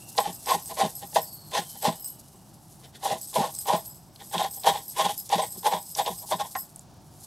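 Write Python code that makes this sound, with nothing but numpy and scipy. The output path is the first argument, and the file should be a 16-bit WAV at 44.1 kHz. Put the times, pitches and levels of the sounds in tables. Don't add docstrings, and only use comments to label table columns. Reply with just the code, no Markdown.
import sys
import numpy as np
from scipy import signal
from scipy.fft import rfft, irfft
from scipy.io import wavfile

SR = 44100
rng = np.random.default_rng(int(sys.argv[2]) if len(sys.argv) > 2 else 0)


def file_out(sig):
    cols = np.atleast_2d(sig).T
    lim = np.clip(cols, -1, 1)
    pcm = np.round(lim * 32767).astype(np.int16)
    wavfile.write(sys.argv[1], SR, pcm)


N = 320166
TIME = np.arange(N) / SR
TOP_HZ = 15800


def undb(db):
    return 10 ** (np.asarray(db) / 20)


def unit(x):
    return x / np.sqrt(np.mean(x ** 2) + 1e-18)


def curve(points, at=TIME):
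    return np.interp(at, *np.transpose(points))


def add(out, start_s, x):
    i = max(int(start_s * SR), 0)
    out[i:i + len(x)] += x[:max(N - i, 0)]


def colour(x, points):
    hz, db = np.transpose(points)
    freqs = np.fft.rfftfreq(len(x), 1 / SR) + 1
    return irfft(rfft(x) * undb(np.interp(np.log(freqs), np.log(hz), db)), len(x))


def resonate(x, tones):
    out = 0
    for k, (hz, width, db) in enumerate(tones):
        b, a = signal.iirpeak(min(hz, TOP_HZ), hz / min(width, TOP_HZ), fs=SR)
        out = out + (-1) ** k * undb(db) * signal.lfilter(b, a, x)
    return out


def slips(n, per_s, spread_db):
    jolts = (rng.random(n) < per_s / SR) * rng.choice([-1, 1], n)
    return unit(jolts * undb(spread_db * np.minimum(rng.standard_normal(n), 2)))


def drift(per_s):
    points = rng.standard_normal(int(N / SR * per_s) + 2)
    return np.interp(TIME * per_s, np.arange(len(points)), points)


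def swell(t, half_width_s, rise=0.66):
    return 1 / np.cosh(np.clip(t / half_width_s / np.where(t < 0, rise, 1), -20, 20))


def match_energy(x, force, db):
    return unit(x) * np.sqrt(np.mean(force ** 2)) * undb(db)


def effort(pushes):
    out = np.zeros(N)
    t = np.arange(2 ** 14) / SR - .15
    for s, width, db in pushes:
        add(out, s + t[0], (undb(db) * swell(t, width)) ** 2)
    return np.sqrt(out)


# pitch_hz, level_db
AIR_COLOUR = [(15, -47), (25, -17), (135, 1), (186, -3.5), (286, -10.5), (335, -9.5), (462, -20),
              (749, -11.5), (903, -14.5), (1000, -18.5), (2070, -33), (5720, -27.5), (9520, -39),
              (11800, -62), (15000, -39)]
# time_s, boost_db
HUM_SWELL = [(0, 8), (2.5, 7), (6.7, 6.5), (7.05, 8), (7.25, 9)]
def outdoor_hum(base_db=-59.5, side_db=-13, sway_db=1):
    middle, side = (unit(colour(rng.standard_normal(N), AIR_COLOUR)) for _ in range(2))
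    gain = undb(base_db + curve(HUM_SWELL) + sway_db * drift(9.5))
    return gain * (middle + undb(side_db) * side * np.array([[1], [-1]]))


# start_s, first_pitch_hz, last_pitch_hz, glide_s, blur_hz, level_db
FAR_WHISTLES = [(0, 2760, 2770, 0.33, 90, -59), (1.24, 4700, 3970, 0.31, 120, -51.5),
                (1.59, 3160, 2610, 1.1, 70.8, -56.5)]
def whistles(attack_s=0.014, fade_db_per_s=26):
    out = 0
    for s, first_hz, last_hz, glide_s, blur_hz, db in FAR_WHISTLES:
        t = np.maximum(TIME - s, 0)
        pitch_hz = last_hz + (first_hz - last_hz) * np.exp(-t / glide_s)
        phase = 2 * np.pi * np.cumsum(pitch_hz) / SR
        smooth = signal.butter(2, blur_hz, fs=SR, output="sos")
        blur = unit(signal.sosfilt(smooth, rng.standard_normal((2, N))))
        gain = np.minimum(t / attack_s, 1) * undb(db - fade_db_per_s * t)
        out = out + (blur[0] * np.sin(phase) + blur[1] * np.cos(phase)) * gain
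    return out


# time_s, level_db
HAND_RUB = [(0, -51), (.6, -45.5), (1.22, -50.5), (1.42, -60), (1.65, -47.5), (2.0, -54.5), (2.45, -65),
            (2.8, -57), (2.94, -66), (3.08, -46.5), (3.75, -46), (4.12, -69), (4.22, -53.5), (4.85, -50),
            (6.5, -49), (6.92, -68.5), (7.16, -62), (7.25, -51)]
def rubbing(grip_db=-39, lead_s=0.019, grip_s=.01, push_db=-18, linger_s=0.013):
    grips = [(s - lead_s, grip_s, grip_db) for s, *_ in GRATING_STROKES]
    pushes = [(s, width + linger_s, rasp + push_db) for s, width, _, _, rasp, _ in bites()]
    return 20 * np.log10(np.hypot(undb(curve(HAND_RUB)), effort(grips + pushes)))


# pitch_hz, level_db
HUSK_COLOUR = [(1200, -35), (2500, -21.5), (4200, -5), (6500, -2), (10000, 1.5), (12500, -1), (14000, -8.5),
               (16000, -23)]
# start_s, level_db, pitch_hz
FIBRE_SNAPS = [(0.1788, -12, 4500), (0.4589, -28, 5520), (3.3402, -27.5, 3800), (3.551, -22, 8290),
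               (4.1597, -37, 4130), (4.3803, -17, 3470), (4.635, -28, 3700), (5.179, -20.5, 8800),
               (5.292, -25, 6410), (5.9503, -19.5, 5270), (6.0612, -21.5, 3600), (6.7604, -25.5, 9350),
               (6.7934, -29, 7800)]
def husk(rub_db, crackle_db=1, flicker_db=4.0, snap_db=-5, snap_cycles=13, snap_width=0.44):
    crackle = unit(colour(slips(N, per_s=3500, spread_db=3.5), HUSK_COLOUR))
    out = crackle * undb(rub_db + crackle_db + flicker_db * drift(70))
    t = np.arange(2 ** 11) / SR
    for s, db, hz in FIBRE_SNAPS:
        force = np.exp(-t * hz / snap_cycles)
        band = [(hz, hz * snap_width, 0)]
        snap = resonate(resonate(force * rng.standard_normal(len(t)), band), band)
        add(out, s, match_energy(snap, force, db + snap_db))
    return out


def fibre_flicks(rub_db, boost_db=5, scatter_db=4, cycles=7, low_hz=4500, high_hz=13000, count=900):
    out = np.zeros(N)
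    t = np.arange(2 ** 9) / SR
    for (when, height), size in zip(rng.random((count, 2)), np.minimum(rng.standard_normal(count), 2)):
        hz = low_hz * (high_hz / low_hz) ** height
        flick = np.sin(2 * np.pi * hz * t) * np.exp(-t * hz / cycles)
        add(out, when * TIME[-1], undb(rub_db[int(when * N)] + boost_db + scatter_db * size) * flick)
    return colour(out, HUSK_COLOUR)


# time_s, level_db
WRIST_SHAKE = [(0, -46), (.1, -55), (.6, -46), (1.3, -44), (1.5, -49.5), (2.05, -42), (2.25, -58.5),
               (3.0, -68), (3.5, -43), (3.85, -41.5), (4.12, -61), (4.3, -42), (4.75, -36.5), (5.2, -54),
               (5.8, -38.5), (6.6, -44.5), (6.72, -66), (7.26, -82)]
def shaking(push_db=-10, lag_s=0.0031, linger_s=0.013):
    jolts = [(s + lag_s, width + linger_s, rasp + push_db) for s, width, _, _, rasp, _ in bites()]
    return 20 * np.log10(np.hypot(undb(curve(WRIST_SHAKE)), effort(jolts)))


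# start_s, level_db, low_tones_db
BANGLE_CLINKS = [(0.3285, -32, -2), (0.46, -32.5, -2), (0.5074, -28, 1), (0.6205, -36, -5),
                 (0.6586, -31, -6.5), (0.953, -33, -1.5), (1.072, -38, -16), (1.2173, -26, -5.5),
                 (1.327, -31.5, -14), (1.6837, -35.5, -22), (1.7727, -38, -8), (1.8215, -33, 3),
                 (1.9969, -34, -5.5), (2.0452, -30, 0.5), (2.0764, -33, -12), (3.2136, -33, 3),
                 (3.273, -40, 1), (3.549, -33, 2), (3.588, -30.5, 0), (3.6691, -36, -1), (3.761, -31.5, -7),
                 (3.86, -35.5, -5), (4.51, -32.5, -3.5), (4.546, -30, -11), (4.667, -30, -18),
                 (4.8804, -33.5, 0.5), (5.1758, -31, 1), (5.464, -32.5, -3), (5.5054, -33.5, 1.5),
                 (5.5717, -36, -1), (5.682, -34, -1), (6.019, -32, -7), (6.1778, -31, -2), (6.564, -32, -4),
                 (6.5874, -30.5, -4)]
def bangle_hits(bounce_s=.007, bounce_db=-4, clink_db=-6, rattle_db=-12, rattle_low_db=-1,
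                scatter_db=4, rest_db=-58, count=900):
    hits = []
    for s, db, low in BANGLE_CLINKS:
        delays = np.cumsum(bounce_s * (.5 + rng.random(3))) * np.sqrt(np.arange(3))
        hits += [(s + delay, db + clink_db + k * bounce_db, low) for k, delay in enumerate(delays)]
    times = (np.arange(count) + rng.random(count)) / count * TIME[-1]
    shake_db = np.interp(times, TIME, shaking())
    stuck_db = np.minimum(shake_db - rest_db, 0) / 2
    levels = shake_db + stuck_db + rattle_db + scatter_db * rng.standard_normal(count)
    return hits + [(s, db, rattle_low_db) for s, db in zip(times, levels)]


# pitch_hz, spread_hz, level_db
BANGLE_TONES = [(5103, 110, -7), (7800, 102, -3), (8220, 133, 1.5), (11520, 84.5, 0), (12040, 190, -5),
                (15300, 190, -8)]
def bangles(ring_s=0.15, tick_db=-3, tick_s=0.0012, place_db=4, count=12):
    s, db, low_db = np.transpose(bangle_hits())
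    at = np.clip((s * SR).astype(int), 0, N - 1)
    decay = np.exp(-np.log(1000) / (ring_s * SR))
    out = np.zeros(N)
    for centre, spread, tone_db in BANGLE_TONES:
        size = undb(db + tone_db + low_db * (centre < 10000)) / np.sqrt(count)
        size *= undb(place_db * np.clip(rng.standard_normal(len(at)) - .4, -2, 1.3))
        rank = (np.arange(count) + .1 + .8 * rng.random(count)) / count
        for hz in centre + spread / 2 * np.log(rank / (1 - rank)):
            touched = rng.random(len(at)) < 1 / 3
            blows = np.bincount(at, size * touched * rng.choice([-2, 2], len(at)), N)
            angle = 2 * np.pi * hz / SR
            feedback = [1, -2 * decay * np.cos(angle), decay ** 2]
            out += signal.lfilter([0, np.sin(angle)], feedback, blows + 1e-18)
    taps = np.bincount(at, undb(db + tick_db), N)
    ticks = signal.lfilter([1], [1, -np.exp(-1 / (tick_s * SR))], taps + 1e-18)
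    return out + colour(2 * ticks * rng.standard_normal(N), HUSK_COLOUR)


# bite_s, half_width_s, ring_db, tilt_db_per_octave, rasp_db, catch_after_s,
# catch_half_width_s, catch_vs_bite_db, skip_vs_catch_db, thump_after_s, thump_db
GRATING_STROKES = [(0.191, 0.0039, -13.5, -1, -25, 0.076, 0.019, -15, -35, 0.096, -37),
                   (0.509, 0.015, -19, 5, -28.5, 0.038, 0.0076, -2.5, -20.5, 0.049, -36),
                   (0.811, 0.015, -19, 2, -29.5, 0.04, 0.013, -8, -19, 0.032, -28),
                   (1.169, 0.0047, -12.5, -6, -25, 0.021, 0.016, -22, -17, .02, -53),
                   (1.558, 0.011, -24.5, 0, -29, 0.026, .012, 0.5, -20, .032, -36),
                   (1.865, 0.014, -20, 2, -28.5, .025, 0.0075, -6.5, -13, .022, -24.5),
                   (3.07, 0.019, -25, 0.5, -35.5, .051, 0.016, 0.5, -15.5, 0.061, -37.5),
                   (3.369, 0.006, -17.5, -0.5, -30, .04, 0.031, -7, -4, 0.025, -26),
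                   (3.696, 0.011, -18.5, 1, -31, 0.048, 0.011, -1, -16.5, 0.04, -29.5),
                   (4.352, 0.0093, -24.5, 7, -33, 0.056, 0.014, 2, -3.5, 0.014, -32.5),
                   (4.683, 0.013, -14, 4, -23.5, 0.074, 0.016, -15.5, -40, 0.0124, -36),
                   (5.004, 0.015, -20, 6.5, -27.5, .056, 0.0091, -0.5, -6.5, 0.053, -36),
                   (5.339, 0.013, -17.5, 3.5, -28, 0.056, .008, -2.5, -7.5, 0.026, -32.5),
                   (5.669, 0.008, -16, 1.5, -27.5, 0.067, 0.013, -5.5, -14, 0.075, -36),
                   (6.0, 0.0097, -20, 1, -29.5, 0.077, 0.011, -5, -14, 0.11, -38.5),
                   (6.329, 0.007, -19.5, 5, -30, 0.083, 0.0086, -4, -15, 0.018, -38)]
# peak_s, ring_db, rasp_db, thump_db
LIGHT_BRUSHES = [(0.715, -34.5, -43, -47), (1.037, -37, -45.5, -46), (1.764, -46, -53, -69),
                 (2.35, -58, -70, -51), (2.852, -63, -49.5, -66), (2.96, -69, -47.5, -57),
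                 (4.217, -45.5, -46.5, -57), (4.58, -47, -58, -60), (5.564, -51, -61, -43.5),
                 (6.235, -43.5, -60, -54)]
def bites(brush_s=0.0098, brush_tilt=-3, dulling=-3.5, rasp_share=0.89, load_db=-28):
    rows = [(s, brush_s, ring, brush_tilt, rasp, thump) for s, ring, rasp, thump in LIGHT_BRUSHES]
    for s, width, ring, tilt, rasp, after, catch_width, catch_db, skip_db, _, _ in GRATING_STROKES:
        touch_db = -10 + 10.5 * np.log2(width / 0.015)
        dull = tilt + dulling
        steps = [(s - .032, 0.0022, touch_db, tilt),
                 (s, width, 0, tilt),
                 (s + .019, 0.0075, -11, dull),
                 (s + after, catch_width, catch_db, dull),
                 (s + after + .042, 0.011, catch_db + skip_db, dull)]
        for at, span, db, slope in steps:
            rows.append((at, span, ring + db, slope, rasp + rasp_share * db, ring + db + load_db))
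    return rows


# pitch_hz, width_hz, level_db
SHELL_TONES = [(475, 35, -15), (650, 33.4, -6.5), (749, 51, -8), (816.4, 45.5, -0.5), (965, 33, -7),
               (1051, 36.7, -7)]
def shell_tones(tilt, shift=0.016, scatter_db=2):
    return [(hz * (1 + shift * rng.standard_normal()), width,
             db + tilt * np.log2(hz / SHELL_TONES[0][0]) + scatter_db * rng.standard_normal())
            for hz, width, db in SHELL_TONES]


def flake_tones(low_hz=1400, high_hz=6500, width_hz=150, db=-1, count=7):
    return [(low_hz * (high_hz / low_hz) ** height, width_hz, db) for height in rng.random(count)]


# pitch_hz, width_hz, level_db
BLADE_TONES = [(1434, 91, 0.5), (1850, 53, 12), (2056, 71, -2.5), (2440, 27, -49), (5400, 30, -13),
               (6590, 100, 5)]
RIM_TONES = [(3200, 17, -19), (3338, 117, 8.5), (3476, 200, -3), (3724, 34, 8.5)]
# time_s, boost_db
RIM_BOOST = [(0, 1), (3.8, 8.5), (4.4, 13), (5.4, 10.5), (6.5, 12)]
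# pitch_hz, level_db
FLESH_COLOUR = [(250, -10), (450, 15), (1200, -25), (1700, 5.5), (2500, 2.5), (3400, 11), (4600, 4),
                (7000, 0), (11000, -3), (16000, -34)]
def grating(blade_db=3, ring_lead_s=0.0068, rasp_lead_s=0.0064, thump_lag_s=0.0089, rasp_stretch=1.304):
    out = np.zeros(N)
    t = np.arange(2 ** 13) / SR - .08
    for s, width, ring_db, tilt, rasp_db, thump_db in bites():
        force = swell(t + ring_lead_s, width)
        jolts = colour(force * slips(len(t), per_s=1500, spread_db=4.5), [(1050, 8.5), (1300, -0.5)])
        shell = match_energy(resonate(jolts, shell_tones(tilt)), force, ring_db)
        tear = swell(t + rasp_lead_s, width * rasp_stretch)
        teeth = tear * slips(len(t), per_s=2400, spread_db=3)
        blade = undb(blade_db) * resonate(teeth, BLADE_TONES)
        rim = undb(curve(RIM_BOOST, s)) * resonate(teeth, RIM_TONES)
        flesh = colour(teeth, FLESH_COLOUR) + resonate(teeth, flake_tones())
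        rasp = match_energy(flesh + blade + rim, tear, rasp_db)
        thump = table_shudder(swell(t - thump_lag_s, width), thump_db)
        add(out, s + t[0], shell + rasp + thump)
    return out


# pitch_hz, width_hz, level_db
TABLE_TONES = [(171, 24.8, 4.5), (241, 154, -11), (337, 94, -11.5)]
def table_shudder(load, db):
    jolts = load * slips(len(load), per_s=1200, spread_db=11.5)
    dull = colour(jolts, [(60, -14.5), (150, -12), (400, 1), (900, -21)])
    return match_energy(resonate(dull, TABLE_TONES), load, db)


def arm_thumps(half_width_s=.012, lead_s=0.0035):
    out = np.zeros(N)
    t = np.arange(2 ** 13) / SR - .08
    for s, *_, after, db in GRATING_STROKES:
        add(out, s + after + t[0], table_shudder(swell(t + lead_s, half_width_s), db))
    return out


# start_s, level_db
SHELL_KNOCK = [(6.551, -26)]
def knock(contact_s=0.0094, blade_db=-8, crack_db=-8, dull_hz=1500, boost_db=4):
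    out = np.zeros(N)
    t = np.arange(2 ** 13) / SR
    damped = [(hz, 2 * width, db) for hz, width, db in BLADE_TONES]
    for s, db in SHELL_KNOCK:
        force = np.exp(-t / contact_s)
        push = force * rng.standard_normal(len(t))
        dull = signal.lfilter(*signal.butter(1, dull_hz, fs=SR), push)
        shell = unit(resonate(push, shell_tones(tilt=8.8)))
        blade = undb(blade_db) * unit(resonate(dull, damped))
        crack = undb(crack_db) * unit(resonate(dull, [(1620, 3300, 0)]))
        add(out, s, match_energy(shell + blade + crack, force, db + boost_db))
    return out


def yard_echo(x, echo_db=-24, side_db=-30, side_hz=2500, fade_s=0.4):
    t = np.arange(SR // 2) / SR
    tails = rng.standard_normal((2, len(t))) * np.exp(-np.log(1000) * t / fade_s) * (t > .008)
    middle, side = (signal.fftconvolve(x, tail / np.linalg.norm(tail))[:N] for tail in tails)
    side = signal.lfilter(*signal.butter(1, side_hz, fs=SR), side)
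    return x + undb(echo_db) * middle + undb(side_db) * side * np.array([[1], [-1]])


def scene():
    rub_db = rubbing()
    work = grating() + arm_thumps() + knock() + bangles() + husk(rub_db) + fibre_flicks(rub_db)
    return yard_echo(work) + whistles() + outdoor_hum()


def record(dry, bass_hz=32):
    thin = signal.sosfilt(signal.butter(2, bass_hz, "high", fs=SR, output="sos"), dry)
    return signal.sosfilt(signal.ellip(10, .2, 80, TOP_HZ, fs=SR, output="sos"), thin)


dry = scene()
out = record(dry)
file_out(out)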